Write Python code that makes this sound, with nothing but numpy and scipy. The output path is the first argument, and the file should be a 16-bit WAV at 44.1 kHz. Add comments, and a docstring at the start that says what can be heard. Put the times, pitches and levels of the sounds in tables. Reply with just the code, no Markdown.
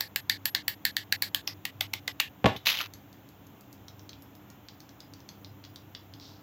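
"""Hobby desk in a small room, close up; a fan hums over soft hiss throughout. Nippers snip plastic parts
off their runner in a quickly spliced series: each gate cracks and the plastic rings. A hollow piece lands
on the mat and rocks, then a brush sweeps the scraps aside. Small parts tick as they are pressed together,
with one faint squeak; last, a part slides into its socket. The microphone rings at two high pitches."""
import sys
import numpy as np
from scipy import signal
from scipy.fft import rfft, irfft
from scipy.io import wavfile
from scipy.ndimage import uniform_filter1d, minimum_filter1d

SR = 44100
rng = np.random.default_rng(int(sys.argv[2]) if len(sys.argv) > 2 else 0)


def transcribe(signal):
    """Save signal, clipped to [-1, 1], as a 16-bit WAV file at the path in sys.argv[1]."""
    frames = np.atleast_2d(signal).T
    limited = np.clip(frames, -1, 1)
    pcm = np.round(limited * 32767).astype(np.int16)
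    wavfile.write(sys.argv[1], SR, pcm)


N = 283122
TIME_S = np.arange(N) / SR
HIT_S = TIME_S[:8192]  # time axis of one impact

# air noise and hiss spectrum: f/Hz, level/dB
AIR_SPECTRUM = [(18, -26), (30, -23), (103, 0), (227, -9), (287, -9), (554, -15.5), (760, -13.5),
                (1960, -24.5), (3400, -25.5), (4650, -38.5), (5900, -34), (7270, -32), (8740, -61),
                (14400, -25.5), (16000, -33)]
# fan and mains hum bands: f/Hz, width/Hz, level/dB
HUM_BANDS = [(99.25, 4.4, -61), (199.7, 7.3, -65.5), (274.1, 5.8, -63.5), (299, 26, -62.5)]
# snips: t/s, splice t/s, level/dB, runner f/Hz, part f/Hz, lean/dB, sharpness/dB, hollow share/dB
# lean: blow into the freed part rather than the runner; sharpness: fracture over ring
SNIP_EVENTS = [(0.0081, 0.084, -3.5, 1810, 3070, -1, -1, -16),
               (0.1605, 0.21, -3.5, 1700, 2630, 7.5, 2, -23),
               (0.2974, 0.378, 2.5, 1792, 3370, -1.5, -6.5, -24),
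               (0.4563, 0.502, -1.5, 1790, 3120, 12, 3, -27),
               (0.549, 0.628, 1, 1716, 3170, -1, -9.5, -11.5), (0.6810, 0.75, -2.5, 1790, 2750, 4, 0, -24),
               (0.8523, 0.916, 1.5, 1760, 3450, 1.5, -2.5, -20),
               (0.9674, 1.043, -1.5, 1820, 3260, 3, -5.5, -26),
               (1.1245, 1.167, 2, 1695, 2430, -2.5, -4.5, -21),
               (1.2229, 1.294, -2.5, 1760, 2570, -7, 3, -24),
               (1.3468, 1.42, -3, 1690, 3350, 9.5, -0.5, -9.5),
               (1.4756, 1.541, -5.5, 2025, 3250, -9, -8, -8.5),
               (1.6533, 1.711, -4.5, 1830, 2860, 11.5, -6, -13),
               (1.8094, 1.874, -1, 2100, 3030, 14, -6.5, -8),
               (1.9367, 2.001, -5.5, 2190, 3150, 8.5, -5, -7),
               (2.0787, 2.125, -5.5, 2050, 3140, 3, -12, -4),
               (2.2001, 2.291, 5.5, 1720, 2850, 19, -21, -15.5),
               (2.2036, 2.291, -5.5, 1820, 2390, 29, 2.5, -9)]
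# fracture spectrum: f/Hz, level/dB
CRACK_SPECTRUM = [(100, -8.5), (400, -10), (850, -3), (1250, -6), (2500, 2), (6000, 2), (8000, 2),
                  (10000, 3.5), (13000, 1.5), (16000, -15)]
# runner modes: multiple of pitch, width/Hz, level/dB, loss/(dB per dB of lean)
RUNNER_MODES = [(1, 360, -0.5, 0.06), (1.25, 317, -6.5, 0.67), (2.5, 998, -1, 1.2),
                (3.5, 1700, -5.5, -0.04)]
# hollow piece modes: f/Hz, width/Hz, level/dB
SHELL_MODES = [(104, 44, 6), (206, 77, 2), (283, 230, -4.5), (395, 280, 2.5), (470, 290, 4.5),
               (628, 72, -5), (744, 280, -1), (940, 430, -7.5), (1073, 210, -3), (1650, 750, -4.5),
               (2610, 1260, -4), (3460, 1040, 1)]
# hollow piece landing and rocking: t/s, level/dB, contact cut-off f/Hz
LANDING_BLOWS = [(2.4431, 13, 920), (2.4469, 8, 1100), (2.4582, 15, 1500), (2.4611, 12, 2830),
                 (2.4646, 10.5, 2490), (2.487, -1, 2000), (2.555, -13, 2000)]
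# scrap rattle spectrum: f/Hz, level/dB
SCRAP_SPECTRUM = [(120, -42), (200, -21), (289, -39), (416, -27), (465, -25), (916, -16.5), (1480, -15.5),
                  (2250, -7.5), (3490, -5.5), (6520, -17), (8740, -35.5), (11100, -23), (16000, -18)]
# larger scraps tumbling (the first, at 2.562 s, as the landed piece settles; the rest under the brush): t/s,
# level/dB, decay/s, ring f/Hz
SCRAP_TUMBLES = [(2.562, -12, 0.01, 3560), (2.6692, 8.5, 0.0094, 3870), (2.683, -4, 0.0044, 2980),
                 (2.689, 2.5, 0.0068, 2800), (2.699, 0.5, .014, 3750), (2.718, -3.5, .012, 3370),
                 (2.763, -19, .005, 3330), (2.777, -9, .008, 2800), (2.789, -7, 0.0034, 3000),
                 (2.802, -9, .005, 2400), (2.804, -7.5, 0.0083, 1260), (2.813, -7.5, 0.0034, 4840)]
# parts pressed together: t/s, level/dB, contact hardness (0-1)
PEG_TICKS = [(2.9372, -25, 0.66), (3.1288, -35.5, 0.65), (3.2894, -34.5, .7), (3.4685, -35.5, 0.76),
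             (3.6095, -33.5, 0.83), (3.7287, -30.5, 0.83), (3.883, -24, 0.33), (3.9944, -31, 0.43),
             (4.093, -20, 0.42), (4.1317, -27, 0.08), (4.2224, -33, 0.83), (4.3525, -35.5, 0.78),
             (4.5017, -30.5, 0.7), (4.686, -22, 0.25), (4.8042, -29, 0.61), (4.8922, -30.5, 0.4),
             (5.0043, -23, .45), (5.137, -26, 0.49), (5.204, -32.5, 0.36), (5.2899, -22.5, 0.42),
             (5.4468, -24, 0.15), (5.64, -26, 0), (5.65, -25.5, 0.23), (5.7598, -24, 0.45),
             (5.9498, -17, 0), (6.138, -27.5, 0.27), (6.199, -30, .3)]
# squeak partials: multiple of pitch, level/dB
SQUEAK_HARMONICS = [(3, 2.5), (4, -3), (5, -4), (6, -4)]
# microphone resonances: f/Hz
MIC_PEAKS_HZ = (11459, 14910)
# their shapes: width/Hz, level/dB
MIC_PEAK_SHAPES = [(16, 22.5), (24, 13.5)]


def undb(db):
    """Decibels to gain."""
    return 10 ** (np.asarray(db) / 20)


def unit(x):
    """Scale to unit energy."""
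    return x / np.sqrt(np.sum(x ** 2))


def add(track, t_s, sound):
    """Mix a sound in at t_s."""
    start = max(0, int(round(t_s * SR)))
    track[start:start + len(sound)] += sound[:N - start]


def resonate(x, f_hz, width_hz):
    """One resonance, gain 1 at centre."""
    f_hz = min(f_hz, .45 * SR)
    return signal.lfilter(*signal.iirpeak(f_hz, f_hz / width_hz, fs=SR), x)


def ring(f_hz, width_hz):
    """Struck, damped resonance: steep skirts, unit energy."""
    impulse = signal.unit_impulse(len(HIT_S))
    return unit(resonate(resonate(impulse, f_hz, width_hz), f_hz, width_hz))


def response(spectrum):
    """Minimum-phase impulse response of a spectrum, unit energy."""
    f_hz, level_db = np.transpose(spectrum)
    bins_hz = np.maximum(np.fft.rfftfreq(len(HIT_S), 1 / SR), 1)
    magnitude = undb(np.interp(np.log(bins_hz), np.log(f_hz), level_db))
    cepstrum = irfft(np.log(magnitude))
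    cepstrum[len(HIT_S) // 2:] = 0
    return unit(irfft(np.exp(2 * rfft(cepstrum))))


def through(x, impulse):
    """Convolve, keeping the length of x."""
    return signal.fftconvolve(x, impulse)[:len(x)]


def soften(x, cutoff_hz):
    """First-order low-pass."""
    return signal.lfilter(*signal.butter(1, min(cutoff_hz, .45 * SR), fs=SR), x)


def room(x, wet_db, t60_s, dull_hz, gap_s):
    """Small room: direct sound plus a diffuse tail, dull on top, little deep bass."""
    onset = np.clip(HIT_S / gap_s - 1, 0, 1)
    tail = unit(rng.standard_normal(len(HIT_S)) * undb(-60 * HIT_S / t60_s) * onset)
    band = soften(x, dull_hz) - soften(x, cutoff_hz=330)
    return x + undb(wet_db) * through(band, tail)


def splice(t_s, end_s):
    """Gain falling to zero over the 7 ms before end_s."""
    return np.clip((end_s - t_s) / .007, 0, 1)


def stroke(start_s, attack_s, hold_s, fade_db_per_s):
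    """Gain of one hand movement: attack, hold, fade."""
    age_s = TIME_S - start_s
    fading_s = np.maximum(age_s - attack_s - hold_s, 0)
    return np.clip(age_s / attack_s, 0, 1) * undb(-fade_db_per_s * fading_s)


def grains(length, per_s):
    """Random tiny impacts of unequal size."""
    chance, size = rng.random(length), rng.standard_normal(length)
    return (chance < per_s / SR) * size


def burst(per_s, decay_s):
    """Tiny impacts dying away exponentially."""
    return grains(len(HIT_S), per_s) * np.exp(-HIT_S / decay_s)


def fan_and_air(core_hz=99, core_db=-62, air_db=-54):
    """Steady air noise and hiss; fan hum as wavering bands plus a steady core tone."""
    out = undb(air_db) * through(rng.standard_normal(N), response(AIR_SPECTRUM))
    for f_hz, width_hz, level_db in HUM_BANDS:
        band = resonate(resonate(rng.standard_normal(N), f_hz, width_hz), f_hz, width_hz)
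        out += undb(level_db) * band / band.std()
    return out + undb(core_db) * np.sqrt(2) * np.sin(2 * np.pi * core_hz * TIME_S)


def plastic(runner_hz, part_hz, lean_db):
    """Runner and freed part ring together; the more of the blow the part takes, the less the runner."""
    runner = sum((-1) ** k * undb(level_db - loss * lean_db) * ring(multiple * runner_hz, width_hz)
                 for k, (multiple, width_hz, level_db, loss) in enumerate(RUNNER_MODES))
    part = undb(.45 * lean_db) * ring(part_hz, width_hz=1300)
    return unit(runner - part)


def shell():
    """Ring of the hollow piece: damped modes, alternating in sign."""
    return unit(sum((-1) ** k * undb(level_db) * ring(f_hz, width_hz)
                    for k, (f_hz, width_hz, level_db) in enumerate(SHELL_MODES)))


def snips(creak_s=.003, creak_db_per_octave=52):
    """Fibres creak as the jaws close; the gate snaps, plastic rings, blades tick, last fibres tear."""
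    out = np.zeros(N)
    blades = ring(13950, width_hz=4800)
    fracture = unit(response(CRACK_SPECTRUM) + blades)
    low_cut = signal.butter(2, 1250, "high", fs=SR)  # a snip barely stirs the shell's low modes
    hollow = unit(signal.lfilter(*low_cut, shell()))
    for t_s, end_s, level_db, runner_hz, part_hz, lean_db, sharp_db, hollow_db in SNIP_EVENTS:
        body = undb(level_db) * (plastic(runner_hz, part_hz, lean_db) + undb(hollow_db) * hollow)
        crack = undb(level_db + sharp_db) * fracture
        creak = unit(grains(len(HIT_S), per_s=27000) * (HIT_S < creak_s))
        creak_db = -25 + creak_db_per_octave * np.log2(runner_hz / 1744)  # stiffer runner creaks more
        tear = unit(burst(per_s=9100, decay_s=.001))
        wet_db = -1 - .15 * lean_db  # the wide runner fills the room more than the small part
        snap = room(body + crack, wet_db, t60_s=.22, dull_hz=5200, gap_s=.0011)
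        add(out, t_s - creak_s, undb(creak_db) * through(body + crack, creak))
        add(out, t_s, snap * splice(HIT_S, end_s - t_s))
        add(out, t_s + .0003, through(body + undb(-7.5) * crack, tear))
    return out


def landing():
    """Blows ring the hollow shell; softer contact leaves its high modes quiet."""
    out = np.zeros(N)
    struck = shell() + undb(-10.5) * response(CRACK_SPECTRUM)
    for t_s, level_db, contact_hz in LANDING_BLOWS:
        cushioned = soften(soften(struck, contact_hz), 4 * contact_hz)
        add(out, t_s, undb(level_db) * soften(cushioned, cutoff_hz=7000))
    return room(out, wet_db=-5.5, t60_s=.28, dull_hz=7000, gap_s=.0037) * splice(TIME_S, end_s=2.581)


def brush_sweep(start_s=2.652, dulling_s=.2, crowd_db=-28.5, spread_db=3, ring_db_per_octave=22):
    """Bristles drive a crowd of tiny scraps, duller as the brush slows; larger scraps tumble and ring, the
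    first as the piece settles, before the brush starts."""
    rattle = response(SCRAP_SPECTRUM)
    sizes = undb(spread_db * rng.standard_normal(N))
    crowd = through(grains(N, per_s=800) * sizes, rattle)
    crowd /= crowd.std()
    brightness = np.exp(-np.maximum(TIME_S - start_s, 0) / dulling_s)
    crowd = brightness * crowd + (1 - brightness) * soften(crowd, cutoff_hz=3800)
    out = undb(crowd_db) * crowd * stroke(start_s, attack_s=.0084, hold_s=0, fade_db_per_s=58)
    for t_s, level_db, decay_s, f_hz in SCRAP_TUMBLES:
        tumble = burst(per_s=8000, decay_s=decay_s)
        ring_db = -5 + ring_db_per_octave * np.log2(3220 / f_hz)  # larger, lower scraps ring more
        scrap = rattle + undb(ring_db) * ring(f_hz, width_hz=730)
        add(out, t_s, undb(level_db) * unit(through(tumble, scrap)))
    return room(out, wet_db=-7.5, t60_s=.3, dull_hz=6000, gap_s=.0014) * splice(TIME_S, end_s=2.873)


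def peg_ticks(softest_hz=3910, rise_octaves=.46, edge_db=-31, edge_rise_db=40):
    """Pegs click home: two body resonances and a faint knock; harder contact is higher and edgier."""
    out = np.zeros(N)
    edge = ring(13000, width_hz=7000)
    knock = undb(-8.5) * ring(2140, width_hz=3600)
    for t_s, level_db, hardness in PEG_TICKS:
        f_hz = softest_hz * 2 ** (rise_octaves * hardness)
        body = unit(ring(.83 * f_hz, width_hz=2000) - ring(1.29 * f_hz, width_hz=2540))
        click = undb(level_db) * unit(body + knock + undb(edge_db + edge_rise_db * hardness) * edge)
        slips = unit(burst(per_s=39000, decay_s=.0026))  # the peg settles
        add(out, t_s, click + undb(-1) * through(click, slips))
    return room(out, wet_db=-2.5, t60_s=.2, dull_hz=7170, gap_s=.0018)


def squeak(start_s=4.44, length_s=.14, pitch_hz=470, gain_db=-70):
    """Faint tone of steady pitch, upper partials only; swells and fades."""
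    swell = np.sin(np.pi * np.clip((TIME_S - start_s) / length_s, 0, 1))
    tone = sum(undb(level_db) * np.sin(2 * np.pi * multiple * pitch_hz * TIME_S)
               for multiple, level_db in SQUEAK_HARMONICS)
    return undb(gain_db) * np.sqrt(2) * tone * swell


def socket_slide(level_db=-53.5):
    """Plastic rubs on plastic: dense tiny slips ring the part."""
    part = ring(3760, width_hz=1700) - ring(5200, width_hz=2100)
    rub = through(grains(N, per_s=5800), part)
    push = stroke(start_s=6.195, attack_s=.024, hold_s=.053, fade_db_per_s=118)
    return undb(level_db) * rub / rub.std() * push


def scene():
    """Desk work over fan and air, mono."""
    work = snips() + landing() + brush_sweep() + peg_ticks() + squeak() + socket_slide()
    return (fan_and_air() + work)[None]


def limit(x, ceiling=.52):
    """Fast look-ahead limiter; ducks the loudest peaks."""
    gain = ceiling / np.maximum(np.abs(x), ceiling)
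    return x * uniform_filter1d(minimum_filter1d(gain, size=61), size=31)


def record(dry):
    """Microphone: deep notch, two narrow treble resonances, bass cut, limiter, top cut."""
    notched = dry - .92 * resonate(dry, f_hz=8900, width_hz=1400)
    ringing = sum(undb(level_db) * resonate(notched, f_hz, width_hz)
                  for f_hz, (width_hz, level_db) in zip(MIC_PEAKS_HZ, MIC_PEAK_SHAPES))
    bass_cut = signal.butter(4, 50, "high", fs=SR, output="sos")
    top_cut = signal.ellip(8, .2, 70, 15850, fs=SR, output="sos")
    limited = limit(signal.sosfilt(bass_cut, notched + ringing))
    return signal.sosfilt(top_cut, limited)


dry = scene()
out = record(dry)
transcribe(out)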